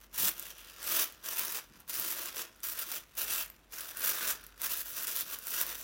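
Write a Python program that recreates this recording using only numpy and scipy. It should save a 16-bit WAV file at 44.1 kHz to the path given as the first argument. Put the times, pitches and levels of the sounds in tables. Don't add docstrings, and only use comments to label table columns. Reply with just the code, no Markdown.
import sys
import numpy as np
from scipy import signal
from scipy.fft import rfft, irfft
from scipy.io import wavfile
from scipy.ndimage import uniform_filter1d

SR = 44100
rng = np.random.default_rng(int(sys.argv[2]) if len(sys.argv) > 2 else 0)


def wrap_up_sound(samples):
    columns = np.atleast_2d(samples).T
    tamed = np.clip(columns, -1, 1)
    steps = np.round(tamed * 32767).astype(np.int16)
    wavfile.write(sys.argv[1], SR, steps)


N = 257103

# (frequency [Hz], relative level [dB])
AIR_COLOUR = [(15, -36), (42, 5), (100, -3.5), (250, -5), (600, -11.5), (1600, -15), (5000, -26),
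              (16000, -31)]
# (time [s], relative level [dB])
HUM_SWELLS = [(0, -65), (0.6, -65.5), (1.7, -77), (2.05, -81), (2.35, -69.5), (2.9, -80), (3.25, -63),
              (3.65, -65), (4.1, -76), (4.4, -61.5), (5.3, -70.5), (5.8, -62)]
# (time [s], relative level [dB])
HAND_BUMPS = [(0.192, -45), (0.234, -44), (1.697, -54.5), (1.749, -60), (1.982, -49.5), (3.579, -64),
              (5.219, -54)]
# (frequency [Hz], relative level [dB])
BUMP_COLOUR = [(25, -34.5), (60, 3.5), (110, 3), (185, 9.0), (280, 5.5), (900, -46)]
# (time [s], rms level as if spread over POP_S [dB])
CREASE_POPS = [(0.1398, -49), (0.2542, -23.5), (0.29, -27.5), (0.3961, -30.5), (0.4266, -39),
               (0.4677, -42.5), (0.504, -48), (0.582, -46), (0.6056, -49), (0.8291, -36), (1.1239, -44.5),
               (1.252, -43.5), (1.334, -32), (1.3862, -30), (1.3939, -25), (1.4497, -30), (1.803, -46.5),
               (1.8958, -33.5), (1.9418, -34), (1.9981, -24.5), (2.1146, -33), (2.2587, -32.5),
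               (2.361, -37.5), (2.562, -55), (2.7198, -35), (2.7944, -32), (2.917, -31), (3.1204, -61),
               (3.153, -47), (3.2165, -28), (3.3355, -28), (3.4612, -42), (3.5007, -40), (3.8081, -33),
               (3.911, -39.5), (3.9714, -31.5), (3.996, -34), (4.049, -24.5), (4.0604, -26), (4.094, -26),
               (4.4396, -43.5), (4.4661, -42), (4.6175, -28), (4.72, -35), (4.8139, -32), (5.0333, -30),
               (5.071, -30), (5.1635, -26), (5.2088, -29), (5.3881, -35.5), (5.4698, -30.5), (5.506, -32),
               (5.6135, -21), (5.6657, -31)]
# (frequency [Hz], relative level [dB])
CREASE_POP_COLOUR = [(100, -27), (500, -12.5), (1500, -8), (5000, -9.5), (9000, -5), (14000, 4.5),
                     (16000, 0), (17500, -17)]
# (frequency [Hz], relative level [dB])
PAPER_COLOUR = [(40, -24), (130, -15.5), (300, -8), (560, -5), (780, -7), (950, -2.5), (1450, 0),
                (2000, -4), (2800, -1.5), (4900, -1.5), (6000, 2), (7800, -1), (12000, 4.5), (15000, 7)]
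# (frequency [Hz], width [Hz], gain [dB])
BUNDLE_RINGS = [(237, 42, -11), (342.8, 7.2, 7), (480, 82, -9.5), (640, 13, 6), (1360, 79, -12),
                (9220, 900, -15)]
# (time of full strength [s], growth time [s],
# hold [s], crackle drive [dB], extra body [dB], hollow pitch [Hz], hollow boost [dB])
FINGER_PULLS = [(0.0, 0.009, 0.05, -63.0, 0.0, 1070, 5), (0.149, 0.0093, 0.027, -41.5, -2.0, 940, 6),
                (0.186, 0.013, 0.1, -30.0, -0.5, 943, 3.5), (0.38, 0.036, 0.129, -49.5, 0.5, 3080, 3),
                (0.575, 0.029, 0.19, -57, 1.5, 3050, 4), (0.873, 0.034, 0.052, -36.0, 3, 470, -1),
                (0.922, 0.03, 0.11, -30.0, 3, 1465, -2), (1.258, 0.013, 0.3, -39.5, 0.5, 930, 4.5),
                (1.386, 0.0098, 0.0098, -30.0, 1.5, 2256, 5.5), (1.557, 0.018, 0.016, -37.0, 3, 2290, 0.5),
                (1.743, 0.015, 0.065, -66.5, 2.5, 930, 5.5), (1.894, 0.0068, 0.0046, -36.5, -1.5, 2150, 0),
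                (1.934, 0.012, 0.2, -36.5, -0.5, 336, 3.5), (2.165, 0.037, 0.12, -41.5, 3.5, 340, 3),
                (2.376, 0.025, 0.044, -39.0, 3, 470.3, 3), (2.634, 0.003, 0.082, -36.5, -4.5, 1380, 3.5),
                (2.802, 0.056, 0.022, -36.0, -1.5, 1374, 4), (2.919, 0.05, 0.051, -38.5, 0.5, 1378, 0),
                (3.179, 0.0081, 0.055, -34.5, -0.5, 2633, 1.5), (3.3, 0.04, 0.12, -34.5, 0, 2607, 4.5),
                (3.731, 0.011, 0.18, -46.0, -1.0, 717.6, 3), (3.786, 0.014, 0.005, -40.5, -0.5, 1563, 9.5),
                (4.053, 0.043, 0.051, -30.5, -0.5, 1501, 6), (4.114, 0.018, 0.16, -38.0, 2.5, 1565, 6.5),
                (4.297, 0.03, 0.0136, -29.5, 2.5, 1548, 5), (4.638, 0.017, 0.027, -33.0, 1.0, 1511, 2),
                (4.714, 0.026, 0.025, -33.0, -1.0, 1372, 4), (4.778, 0.024, 0.031, -36.5, -4, 1510, 3.5),
                (4.858, 0.013, 0.089, -42.0, -5.0, 1508, 3), (4.964, 0.01281, 0.083, -39.0, -1, 1510, 3),
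                (5.072, 0.01, 0.054, -36.5, -0.5, 1510, -0.5), (5.166, 0.037, 0.047, -35.0, -2.5, 3841, 5),
                (5.331, 0.053, 0.013, -38.0, -0.5, 1519, 1), (5.479, 0.056, 0.065, -41.5, -6, 1508, 2),
                (5.577, 0.063, 0.046, -32.0, 1.0, 1502, 4), (5.691, 0.026, 0.027, -38.5, 2.5, 1697, 2.5),
                (5.75, 0.013, 0.08, -44.0, -2.0, 748.5, 1)]

AIR_DB, HUM_TRIM_DB, HUM_HZ = -66, -1.5, 49
POP_S = .002
RELEASE_S, SETTLE_S, SETTLE_DB = .019, .10, -24.5
FIRM_DB = -35
SNAPS_PER_S, SNAP_SLOPE = 2600, .5
PETAL_DB, PETAL_SLOPE = -32, 0.65
SHEET_DB, SHEET_SLOPE = -33, 0.59
CREASE_TRIM_DB, HOLLOW_Q, TOP_HZ = 1, 5, 16000


def undb(db):
    return 10 ** (np.asarray(db) / 20)


def unit(x):
    return x / np.sqrt(np.mean(x ** 2))


def convolve(x, response):
    return signal.fftconvolve(x, response)[:N]


def colour(x, points, size=4096):
    hz, db = np.transpose(points)
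    bins = np.maximum(np.fft.rfftfreq(size, 1 / SR), 1)
    gain = undb(np.interp(np.log(bins), np.log(hz), db))
    cepstrum = irfft(np.log(gain))
    cepstrum[1:size // 2] *= 2
    cepstrum[size // 2 + 1:] = 0
    response = irfft(np.exp(rfft(cepstrum)))
    return convolve(x, response / np.linalg.norm(response))


def resonate(x, hz, width_hz):
    return signal.lfilter(*signal.iirpeak(hz, hz / width_hz, fs=SR), x)


def soft_band(x, low_hz, high_hz, pad=4096):
    band = signal.butter(1, [low_hz, min(high_hz, .49 * SR)], "band", fs=SR, output="sos")
    return signal.sosfiltfilt(band, np.pad(x, pad))[pad:-pad]


def drift(per_s):
    step = max(int(SR / per_s), 2)
    stairs = np.repeat(rng.standard_normal(N // step + 1), step)[:N]
    return unit(uniform_filter1d(stairs, step))


def room_tone():
    phase = 2 * np.pi * np.cumsum(HUM_HZ + .5 * drift(14.0)) / SR
    hum_db = np.interp(np.arange(N) / SR, *np.transpose(HUM_SWELLS))
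    hum = unit(np.sin(phase)) * undb(hum_db + HUM_TRIM_DB)
    air = undb(AIR_DB) * colour(rng.standard_normal(N), AIR_COLOUR)
    return hum + air


def reflections(wet_db, t60_s, early_db, dull_hz):
    t = np.arange(SR // 3) / SR
    early = rng.standard_normal(len(t)) * np.exp(-t / 0.01) * (t > .001)
    tail = rng.standard_normal(len(t)) * np.exp(-np.log(1000) * t / t60_s) * (t > .006)
    tail = tail / np.linalg.norm(tail)
    tail = tail + 2.73 * signal.lfilter(*signal.butter(1, dull_hz, fs=SR), tail)
    response = undb(early_db) * early / np.linalg.norm(early) + undb(wet_db) * tail
    response[0] = 1
    return response


def hand_bumps():
    t = np.arange(N) / SR
    envelope = sum(undb(db) * (t > s) * np.exp(-np.abs(t - s) / 0.04) for s, db in HAND_BUMPS)
    return undb(-5.5) * envelope * colour(rng.standard_normal(N), BUMP_COLOUR)


def snap(flutter_s, flutter, ring, size=512):
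    t = np.arange(size) / SR
    tick = flutter * rng.standard_normal(size) * np.exp(-t / flutter_s)
    tick[0] += 1
    facet_hz = rng.uniform(7000, 16000)
    sound = tick + ring * resonate(tick, facet_hz, width_hz=2550)
    return sound / np.linalg.norm(sound)


def crease_pops():
    out = np.zeros(N + SR)
    for s, db in CREASE_POPS:
        spot = reflections(wet_db=-14, t60_s=.26, early_db=-8, dull_hz=2000)
        tick = snap(flutter_s=0.00078, flutter=0.3, ring=0.68)
        pop = colour(signal.fftconvolve(tick, spot), CREASE_POP_COLOUR, size=512)
        gain = undb(db) * np.sqrt(POP_S * SR) / np.linalg.norm(pop)
        out[int(s * SR):][:len(pop)] += gain * pop
    return out[:N]


def snap_shower(per_s, spread_db, max_spreads, spots=20):
    out = np.zeros(N)
    for _ in range(spots):
        onsets = np.flatnonzero(rng.random(N) < per_s / spots / SR)
        polarity = rng.choice([-1, 1], len(onsets))
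        sizes_db = spread_db * np.minimum(rng.exponential(size=len(onsets)), max_spreads)
        kicks = np.zeros(N)
        kicks[onsets] = polarity * undb(sizes_db)
        spot = reflections(wet_db=-7.0, t60_s=0.3, early_db=-8.5, dull_hz=2050)
        tick = snap(flutter_s=0.00098, flutter=0.34, ring=1.52)
        out += convolve(kicks, signal.fftconvolve(tick, spot))
    return out / np.sqrt(uniform_filter1d(out ** 2, size=1500) + 1e-6)


def air_pockets(x, count=36):
    for hz in np.geomspace(450, 9000, count):
        opening = undb(1.6 * drift(18)) - 1
        x = x + opening * resonate(x, hz, width_hz=30 + hz / 30)
    return unit(x)


def hollows(x, pitches_hz, boosts_db, shares):
    return x + sum(share * (undb(db) - 1) * resonate(x, hz, hz / HOLLOW_Q)
                   for hz, db, share in zip(pitches_hz, boosts_db, shares))


def pull_envelope(full_s, growth_s, hold_s):
    t = np.arange(N) / SR - full_s
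    attack = np.exp(np.minimum(t, 0) / growth_s)
    released_s = np.maximum(t - hold_s, 0)
    release = np.exp(-released_s / RELEASE_S) + undb(SETTLE_DB) * np.exp(-released_s / SETTLE_S)
    return attack * release / (1 + undb(SETTLE_DB))


def pulled_paper():
    powers = np.array([(undb(db) * pull_envelope(s, growth, hold)) ** 2
                       for s, growth, hold, db, *_ in FINGER_PULLS])
    total_power = powers.sum(axis=0) + 1e-9
    shares = powers / total_power
    drive_db = 10 * np.log10(total_power)
    effort_db = drive_db - FIRM_DB
    *_, body_db, hollow_hz, hollow_db = np.transpose(FINGER_PULLS)

    per_s = SNAPS_PER_S * undb(SNAP_SLOPE * effort_db)
    flurries = undb(1.6 * drift(170))
    snaps = unit(snap_shower(per_s, spread_db=3.0, max_spreads=4.5) * flurries)
    slide = undb(-14) * rng.standard_normal(N)
    rustle = hollows(air_pockets(snaps + slide), hollow_hz, hollow_db, shares)
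    rustle = colour(rustle, PAPER_COLOUR)
    rustle = rustle + sum(undb(db) * resonate(rustle, hz, width) for hz, width, db in BUNDLE_RINGS)

    creases = soft_band(rustle, 3960, 23000) * undb(drive_db + CREASE_TRIM_DB)
    petals = soft_band(rustle, 990, 5340) * undb(PETAL_DB + PETAL_SLOPE * effort_db)
    sheets = soft_band(rustle, 64, 710) * undb(SHEET_DB + SHEET_SLOPE * effort_db)
    return creases + (petals + sheets) * undb(body_db @ shares)


def scene():
    return (pulled_paper() + crease_pops() + hand_bumps() + room_tone())[None]


def record(dry):
    return signal.sosfilt(signal.ellip(12, .1, 95, TOP_HZ, fs=SR, output="sos"), dry)


dry = scene()
out = record(dry)
wrap_up_sound(out)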